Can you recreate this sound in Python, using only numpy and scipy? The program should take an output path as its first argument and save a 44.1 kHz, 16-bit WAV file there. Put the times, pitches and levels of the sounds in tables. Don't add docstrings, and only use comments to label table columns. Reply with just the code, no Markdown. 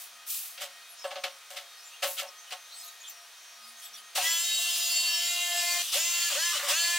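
import sys
import numpy as np
from scipy import signal
from scipy.fft import rfft, irfft
from scipy.io import wavfile
from scipy.ndimage import uniform_filter1d

SR = 44100
rng = np.random.default_rng(int(sys.argv[2]) if len(sys.argv) > 2 else 0)


def persist_wave(psi):
    counts = np.round(np.clip(psi, -1, 1) * 32767).astype(np.int16)
    wavfile.write(sys.argv[1], SR, np.atleast_2d(counts).T)


N = 307818
TIME, FREQ = np.arange(N) / SR, np.fft.rfftfreq(N, 1 / SR)
SHOE_DOWN_S, SAW_ON_S, EASE_OFF_S = 2.45, 4.152, 5.82

def amp(db):
    return 10 ** (np.asarray(db) / 20)

def unit_rms(x):
    return x / np.sqrt(np.mean(x ** 2) + 1e-20)

def lookup(points, hz):
    f, value = np.transpose(points)
    return np.interp(np.log(hz + 1), np.log(f + 1), value)

def level(rows, column=1):
    rows = np.array(rows, float)
    return amp(np.interp(TIME, rows[:, 0], rows[:, column], left=-140, right=-140))

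def swell(s, db, half_width_s):
    return amp(db) * np.exp(-((TIME - s) / half_width_s) ** 2)

def lowpass(hz, power=2):
    return 1 / (1 + (FREQ / hz) ** power)

def colour(x, gain):
    return unit_rms(irfft(rfft(x) * gain, N))

def wander(rate_hz):
    hz = np.fft.rfftfreq(4096, TIME[-1] / 4096)
    slow = irfft(rfft(rng.standard_normal(4096)) / (1 + (hz / rate_hz) ** 4))
    return np.interp(TIME, np.linspace(0, TIME[-1], 4096), unit_rms(slow))

def patchy(x, depth_db, bins, frames):
    spectra = signal.stft(x, nperseg=256)[2]
    patches = uniform_filter1d(rng.standard_normal(spectra.shape[1:]), bins, 0)
    patches = unit_rms(uniform_filter1d(patches, frames, 1))
    return unit_rms(signal.istft(spectra * amp(depth_db * patches), nperseg=256)[1][:, :N])

# (frequency [Hz], correlation)
COHERENCE = [(100, 0.94), (1000, 1), (2000, 1), (4000, 0.87), (8000, 0.54), (13000, 0.21)]

def stereo_noise(gain=1):
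    mid, side = rfft(rng.standard_normal((2, N)))
    same = lookup(COHERENCE, FREQ)
    mid, side = mid * np.sqrt(1 + same), side * np.sqrt(1 - same)
    return unit_rms(irfft(np.array([mid + side, mid - side]) * gain, N))

def stereo_phase(hz):
    offset = np.arccos(lookup(COHERENCE, hz)) / 2 * rng.choice([-1, 1])
    return np.array([[offset], [-offset]])

# (frequency [Hz], density [dB])
ROOM_SPECTRUM = [(18, -71), (30, -42), (134, -46), (232, -25), (294, -35), (402, -18.5), (698, -9.5),
                 (1010, -8.5), (1210, -5.5), (1450, -5), (1940, -6), (4370, -5), (5250, -8), (6480, -9.5),
                 (15800, -15.5)]

def room_hiss(db=-51.5):
    return amp(db + 0.22 * wander(18)) * stereo_noise(amp(lookup(ROOM_SPECTRUM, FREQ)))

# (frequency [Hz], relative level [dB])
HUM_PARTIALS = [(694.4, -70.5), (1249, -66), (1873, -67), (2498, -65), (3122, -67), (3273, -67.5),
                (3741, -64.5), (4366, -69.5), (4990, -82), (5615, -63.5), (6239, -68), (6417, -65),
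                (7935, -85), (8559, -69), (9184, -69.5), (11676, -109)]

def hum(gain_db=-2):
    clock_s = np.cumsum(1 + 0.00086 * wander(7)) / SR
    out = 0
    for hz, db in HUM_PARTIALS:
        gain = amp(db + 3.7 * wander(5.5))
        phase = 2 * np.pi * hz * clock_s + rng.uniform(0, 2 * np.pi)
        out += gain * np.cos(phase + rng.normal(0, hz / 12000, (2, 1)))
    return amp(gain_db) * np.sqrt(2) * out

# (start [s], level [dB], rise [s], decay [s])
SLIDES = [(0, -41, 0.00094, .07), (0.259, -31, 0.043, 0.16), (2.02, -35, 0.057, 0.1)]
# (frequency [Hz], density [dB])
SLIDE_SPECTRUM = [(880, -41), (1500, -43), (1610, -34), (1810, -42), (2480, -0.5), (2790, -3.5), (4140, -1),
                  (6380, 1), (13800, 6.5), (15800, 4)]

def scrapes(grain_db=1):
    envelope = 0
    for s, db, rise, decay in SLIDES:
        fade = np.exp(-(np.maximum(TIME - s - rise, 0) / decay) ** 1.74)
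        envelope += amp(db) * np.clip((TIME - s) / rise, 0, 1) * fade
    return amp(grain_db * wander(120)) * envelope * stereo_noise(amp(lookup(SLIDE_SPECTRUM, FREQ)))

# (time [s], level [dB], half-width [s])
DRONE_SWELLS = [(.17, -84, .1), (1, -91, .5), (3.68, -73, 0.089), (3.97, -81, 0.086)]

def drone(hz=229):
    envelope = sum(swell(*row) for row in DRONE_SWELLS)
    return np.sqrt(2) * envelope * np.cos(2 * np.pi * hz * TIME + 0.53 * wander(4.9))

# (frequency [Hz], bandwidth [Hz], gain [dB])
DRUM_MODES = [(242, 8, -38), (400, 28, -32), (549.5, 20, -4), (583, 55, -6), (729, 22, -11), (741, 73, -5),
              (896, 15, -14.5), (1087, 13.5, -13), (1150, 160, -15), (1308, 86, -14.5), (1514, 46, -17),
              (1693, 120, -13.5), (2060, 59, -23), (2760, 170, -12.5), (3160, 140, -19)]

def drum_ring(force, mute_db=-10, mute_below_hz=660):
    out = 0
    for hz, width, db in DRUM_MODES:
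        pole = np.exp(-np.pi * width / SR)
        mute = amp(mute_db * (TIME > SHOE_DOWN_S) * (hz < mute_below_hz))
        swing = signal.lfilter([1 - pole], [1, -pole], force * mute + 1e-12)
        phase = 2 * np.pi * (hz * TIME + rng.random()) + wander(width / 2)
        out += amp(db + 2 * wander(width)) * swing * np.cos(phase)
    return out

def drum_response():
    return np.sqrt(sum(amp(db) ** 2 / width / (1 + ((FREQ ** 2 - hz ** 2) / (width * FREQ + 1e-9)) ** 2)
                       for hz, width, db in DRUM_MODES))

# (time [s], boom [dB], clack [dB], tick [dB], rise [s], decay scale [s])
BLOWS = [ (0.575, -54, -43, -60, 0.00093, 0.054), (0.599, -40.5, -36, -38, 0.026, 0.02),
         (1.04, -32.5, -41.5, -50, 0.0037, 0.019), (1.05, -27, -44, -49, 0.0015, 0.0057),
         (1.102, -36.5, -40.5, -55, 0.013, 0.019), (1.156, -34, -37.5, -61, 0.00084, 0.018),
         (1.236, -33.5, -30.5, -41.5, 0.0024, 0.021), (1.502, -47, -47.5, -47.5, 0.0029, 0.046),
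         (1.557, -47, -37.5, -45.5, 0.016, 0.021), (2.019, -27.5, -28, -32, 0.016, 0.023),
         (2.164, -47.5, -33, -37, 0.032, 0.02), (2.216, -36.5, -71, -62, 0.0021, 0.024),
         (2.505, -48, -39.5, -46.5, 0.0041, 0.016), (2.521, -35, -34.5, -42, 0.002, 0.014),
         (4.154, -34.5, -32.5, -39, 0.0023, 0.05), (4.175, -24.5, -31, -50, 0.002, 0.0094),
         (5.934, -42, -33.5, -31, 0.0069, 0.037), (6.681, -37, -50, -46, 0.0029, 0.011)]
# (frequency [Hz], density [dB])
CONTACT_SPECTRUM = [(530, -27.5), (900, -46), (1290, 3.5), (1620, -3.5), (2210, 6), (2380, 2), (2750, 7),
                    (3210, 7), (6660, -2), (12000, -12.5), (15100, -9.5), (15800, -30)]

def knocks(ring_db=1, puff_db=-14, thud_db=-42, split_hz=6500):
    power = np.zeros((3, N))
    for s, *dbs, rise, decay in BLOWS:
        span = slice(int(s * SR), int((s + 0.4) * SR))
        t = np.maximum(TIME[span] - s, 0)
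        shape = np.minimum(t / rise, 1) * np.exp(-(np.maximum(t - rise, 0) / (1.39 * decay)) ** 1.06)
        power[:, span] += (amp(dbs)[:, None] * shape) ** 2
    boom, clack, tick = np.sqrt(power)
    puff = amp(puff_db) * boom * stereo_noise(1 / (1 + (480 / (FREQ + 1)) ** 8 + (FREQ / 1100) ** 4))
    thud = amp(thud_db) * clack * stereo_noise(lowpass(400))
    hollow = amp(ring_db) * drum_ring(boom) + puff + thud
    hard, low = amp(lookup(CONTACT_SPECTRUM, FREQ)), lowpass(split_hz, 6)
    rattle = amp(2 * wander(380))
    return hollow + rattle * (clack * stereo_noise(hard * low) + tick * stereo_noise(hard * (1 - low)))

# (time [s], level [dB], half-width [s])
RUSTLE_SPELLS = [(.97, -71, .07), (1.896, -58, 0.11), (2.405, -72, .08), (2.828, -48.5, 0.11),
                 (3.105, -53, 0.035), (3.678, -55.5, 0.059), (3.84, -49, 0.063), (3.968, -49, .025)]

def rustle():
    hiss = stereo_noise(lowpass(12000, 1) / (1 + (3000 / (FREQ + 1)) ** 4))
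    return sum(swell(*row) for row in RUSTLE_SPELLS) * patchy(hiss, depth_db=5, bins=1, frames=6)

# (time [s], pitch [Hz], relative level [dB], length [s])
CLEAR_CHIRPS = [(1.017, 5330, -46.5, 0.061), (1.082, 8527, -50.5, 0.031), (1.87, 7200, -46.5, 0.041),
                (1.94, 2780, -50.5, 0.043), (2.29, 5550, -47, 0.03), (2.74, 4100, -48.5, 0.058),
                (2.79, 8160, -47, 0.082), (2.804, 5120, -50, 0.044), (2.86, 12300, -46, 0.038),
                (2.873, 6600, -51, 0.08), (3.059, 3390, -42.5, 0.036), (3.02, 6718, -52, .038),
                (3.088, 7260, -44, 0.027), (3.104, 14500, -46, .029), (3.839, 3270, -51.5, .052),
                (3.84, 9600, -50, 0.031), (3.862, 11800, -49, 0.045), (3.863, 7840, -47, 0.038),
                (3.951, 5740, -45, .033), (3.961, 3460, -50, 0.038)]

def chirps(gain_db=-1, width_hz=150, low_hz=2970, high_hz=11500, faint_db=-52.5, faint_s=0.046):
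    fuzz = stereo_noise(lowpass(width_hz)) + 1j * stereo_noise(lowpass(width_hz))
    faint = [(s + half_width * (2 * when - 1), low_hz * (high_hz / low_hz) ** pitch, faint_db, faint_s)
             for s, _, half_width in RUSTLE_SPELLS for when, pitch in rng.random((3, 2))]
    out = np.zeros((2, N))
    for s, hz, db, length in CLEAR_CHIRPS + faint:
        span = abs(TIME - s) < 1.5 * length
        t, start = TIME[span] - s, rng.integers(N // 2)
        tone = fuzz[:, start:start + len(t)] * np.exp(1j * (2 * np.pi * hz * t + stereo_phase(hz)))
        out[:, span] += amp(db) * np.exp(-(1.8 * t / length) ** 2) * tone.real
    return amp(gain_db) * out

# (time [s], stroke rate [Hz])
FREE_SPEED = [(4.15, 332), (4.3, 333.3), (4.38, 337.3), (4.47, 344.3), (4.6, 345.6), (4.8, 343.9),
              (5.17, 345.7), (5.4, 349.2), (5.68, 348), (5.8, 349.6), (6.08, 344), (6.5, 346.8),
              (6.85, 342), (6.95, 346.8)]
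# (slowest moment [s], rate lost [Hz], slowing time [s])
MOTOR_LAGS = [(4.15, 84.23, 0.0099), (5.929, 121.6, 0.091), (6.347, 91.96, 0.052), (6.61, 119.7, 0.084),
              (6.695, 70.1, .045)]
FREE_HZ = np.interp(TIME, *np.transpose(FREE_SPEED))
RESTART_S = MOTOR_LAGS[1][0]

def stroke_hz(recover_s=0.047):
    rate_hz = FREE_HZ.copy()
    for s, lost_hz, slowing in MOTOR_LAGS:
        recovery = np.exp(-(np.maximum(TIME - s, 0) / recover_s) ** 1.35)
        rate_hz -= lost_hz * np.clip(1 + (TIME - s) / slowing, 0, 1) * recovery
    return rate_hz

def stroke_count(flutter=0.00082, strain_flutter=0.015):
    rate_hz = stroke_hz()
    drag = np.tanh((FREE_HZ - rate_hz) / 20)
    return np.cumsum(rate_hz * (1 + (flutter + strain_flutter * drag) * wander(51.8))) / SR

def binding():
    return uniform_filter1d(sum(1. * (TIME > s - slowing) * (TIME < s) for s, _, slowing in MOTOR_LAGS), 500)

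def tone_gain(ease_db=-14, ease_s=0.005, bind_db=-9, stall_hz=296):
    eased = np.clip((TIME - EASE_OFF_S) / ease_s, 0, 1) * (TIME < RESTART_S)
    drive = (TIME > SAW_ON_S) * amp(ease_db * eased + bind_db * binding())
    return drive / (1 + (stall_hz / stroke_hz()) ** 20)

# (time [s], lower register [dB], upper register [dB])
WHINE_LEVELS = [(4.15, -42, -42), (4.32, -41.5, -29.5), (4.58, -49, -31.5), (4.82, -51, -31),
                (5.03, -48.5, -30), (5.4, -41, -33), (5.72, -37, -32.5), (6.05, -43, -30.5),
                (6.5, -37, -31.5), (6.82, -42, -29), (6.98, -34.5, -35)]
REGISTER_EDGES = [1, 8, 46]
# (harmonic number, relative level [dB])
STROKE_HARMONICS = [(1, -34), (2, -15), (3, -4.5), (4, -6), (5, 0.5), (6, 0), (7, -2), (8, 3), (9, 1.5),
                    (10, -3.5), (11, -0.5), (12, -5), (13, 0), (14, -3.5), (15, -3.5), (16, -3), (17, -2),
                    (18, -3), (19, -3.5), (20, -1), (21, 2), (22, 1), (23, -6), (24, -7), (25, -8),
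                    (28, -10), (32, -10.5), (35, -12), (42, -13), (43, -16), (44, -4.5), (45, -25)]
# (time [s], harmonic number, level [dB], half-width [s])
WALL_RESONANCES = [(4.28, 6, -36, 0.041), (4.322, 10, -33, 0.062), (4.555, 11, -35.5, 0.12),
                   (4.66, 8, -36.5, 0.072), (4.764, 2, -56, 0.36), (5.002, 13, -32.5, .12),
                   (5.02, 8, -37.5, 0.14), (5.172, 16, -35, 0.095), (5.352, 11, -40, .11),
                   (5.587, 2, -45.5, .38), (5.695, 13, -39, 0.11), (5.71, 6, -39, 0.087),
                   (6.427, 5, -39, 0.025), (6.834, 13, -30, 0.074), (6.863, 5, -35.5, .14)]

def whine(strokes, swell_db=3, shimmer_db=2.5):
    on = TIME > SAW_ON_S
    median_hz, gain = np.median(stroke_hz()[on]), tone_gain()[on]
    out = np.zeros((2, N))
    for column, (first, end) in enumerate(zip(REGISTER_EDGES, REGISTER_EDGES[1:]), 1):
        orders = np.arange(first, end)
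        weights = np.array([amp(lookup(STROKE_HARMONICS, k) + swell_db * wander(3.2)[on]) for k in orders])
        weights *= level(WHINE_LEVELS, column)[on] / np.sqrt((weights ** 2).sum(0))
        for k, weight in zip(orders, weights):
            singing = sum(swell(s, db, width)[on] for s, order, db, width in WALL_RESONANCES if order == k)
            phase = 2 * np.pi * k * strokes[on] + np.pi / 2 * wander(0.66)[on]
            tone = np.cos(phase + stereo_phase(k * median_hz))
            out[:, on] += gain * np.hypot(weight, singing) * amp(shimmer_db * wander(21)[on]) * tone
    return np.sqrt(2) * out

def armature(strokes, db=-46.5, gear_ratio=46 / 5, pulsing=0.52):
    tone = np.sin(2 * np.pi * gear_ratio * strokes) * (1 + pulsing * np.cos(2 * np.pi * strokes))
    return amp(db + 2.5 * wander(3)) * tone_gain() * np.sqrt(2) * tone

# (time [s], level [dB])
FEED_FORCE = [(4.15, 4), (4.45, -.5), (4.8, 1), (5.4, -1.5), (5.75, 1), (5.86, 0), (6.25, 0), (6.98, -1)]
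# (initial level [dB], growth [dB/s])
STEADY_TEARING = [(-67.5, 3), (-60.5, 3.5), (-38, 1.77), (-38.5, 0.86)]
# (start [s], length [s], boom [dB], wall [dB], rasp [dB], fizz [dB])
TOOTH_SNAGS = [(4.147, 0.032, -43, -51, -34, -39), (4.213, 0.061, -61, -52, -33, -35),
               (4.745, .015, -59, -56.5, -33, -42), (5.7, 0.037, -56, -64, -42, -34),
               (5.916, 0.06, -50, -48, -29.5, -34.5), (6.297, 0.073, -47.5, -42, -31, -42),
               (6.523, 0.053, -49, -39.5, -32.5, -52), (6.583, 0.11, -49, -38, -45, -65),
               (6.675, 0.044, -50, -33, -27, -32)]

def tearing_gains(rise_s=0.015, fade_s=0.025):
    elapsed_s = np.maximum(TIME - SAW_ON_S, 0)
    work = (elapsed_s > 0) * level(FEED_FORCE) * (stroke_hz() / FREE_HZ) ** 0.74
    power = np.array([work * amp(db + growth * elapsed_s) for db, growth in STEADY_TEARING]) ** 2
    for s, length, *dbs in TOOTH_SNAGS:
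        shape = np.clip((TIME - s) / rise_s, 0, 1) * np.exp(-np.maximum(TIME - s - length, 0) / fade_s)
        power += (amp(dbs)[:, None] * shape) ** 2
    return np.sqrt(power)

BAND_EDGES_HZ = [20, 1050, 2450, 9000, 22000]
# (frequency [Hz], density [dB])
TEAR_SPECTRUM = [(700, -4), (1150, 3), (1500, -1), (1900, 3), (2300, -6), (2700, -0.5), (3100, -0.5),
                 (4200, -2.5), (7000, -4.5), (9000, -7), (13000, -7), (15800, -5.5)]

def cutting(strokes, bite=0.31, bite_strokes=0.17, uneven_db=4, boom_db=-2, upper_db=-0.43, rumble_db=-47):
    strength = amp(uneven_db * rng.standard_normal(4000))[strokes.astype(int)]
    bursts = 1 + bite * strength * np.exp(-(strokes % 1) / bite_strokes)
    tearing = patchy(stereo_noise(), depth_db=2.5, bins=2, frames=20) * bursts
    gains = tearing_gains()
    out = amp(rumble_db) * gains[2] * colour(tearing, lowpass(400))
    shell = drum_response() ** 0.87 / (1 + (470 / (FREQ + 1)) ** 6)
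    for index, (lo, hi) in enumerate(zip(BAND_EDGES_HZ, BAND_EDGES_HZ[1:])):
        band = np.sqrt(lowpass(hi, 20) / (1 + (lo / (FREQ + 1)) ** 20))
        shape, db = (shell, boom_db) if index == 0 else (amp(lookup(TEAR_SPECTRUM, FREQ)), upper_db)
        out += amp(db) * gains[index] * colour(tearing, band * shape)
    return out

def wall_groan(strokes, db=-39, mode_hz=574, width_hz=42, bind_db=-6):
    resonance = (TIME > RESTART_S) / (1 + ((2 * stroke_hz() - mode_hz) / width_hz) ** 4)
    return amp(db + bind_db * binding()) * resonance * np.sqrt(2) * np.sin(2 * np.pi * 2 * strokes)

def blade_shriek(strokes, db=-37.5, blade_hz=6950, width_hz=700, rough_rad=0.57):
    out, rate_hz = 0, stroke_hz()
    for k in range(16, 26):
        resonance = 1 / (1 + ((k * rate_hz - blade_hz) / width_hz) ** 4)
        phase = 2 * np.pi * (k * strokes + rng.random()) + rough_rad * wander(50)
        out += resonance * amp(2 * wander(25)) * np.cos(phase + rng.normal(0, 0.88, (2, 1)))
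    return amp(db) * (TIME > RESTART_S) * tone_gain() * unit_rms(out)

def scene(balance_db=0.3):
    strokes = stroke_count()
    saw = whine(strokes) + armature(strokes) + cutting(strokes)
    resonances = wall_groan(strokes) + blade_shriek(strokes)
    handling = knocks() + scrapes() + chirps() + rustle()
    background = hum() + drone() + room_hiss()
    return (saw + resonances + handling + background) * amp([[balance_db], [-balance_db]])

def record(dry):
    taps = signal.firwin(801, cutoff=15870, window=("kaiser", 9), fs=SR)
    return signal.oaconvolve(dry, taps[None], "same")

dry = scene()
out = record(dry)
persist_wave(out)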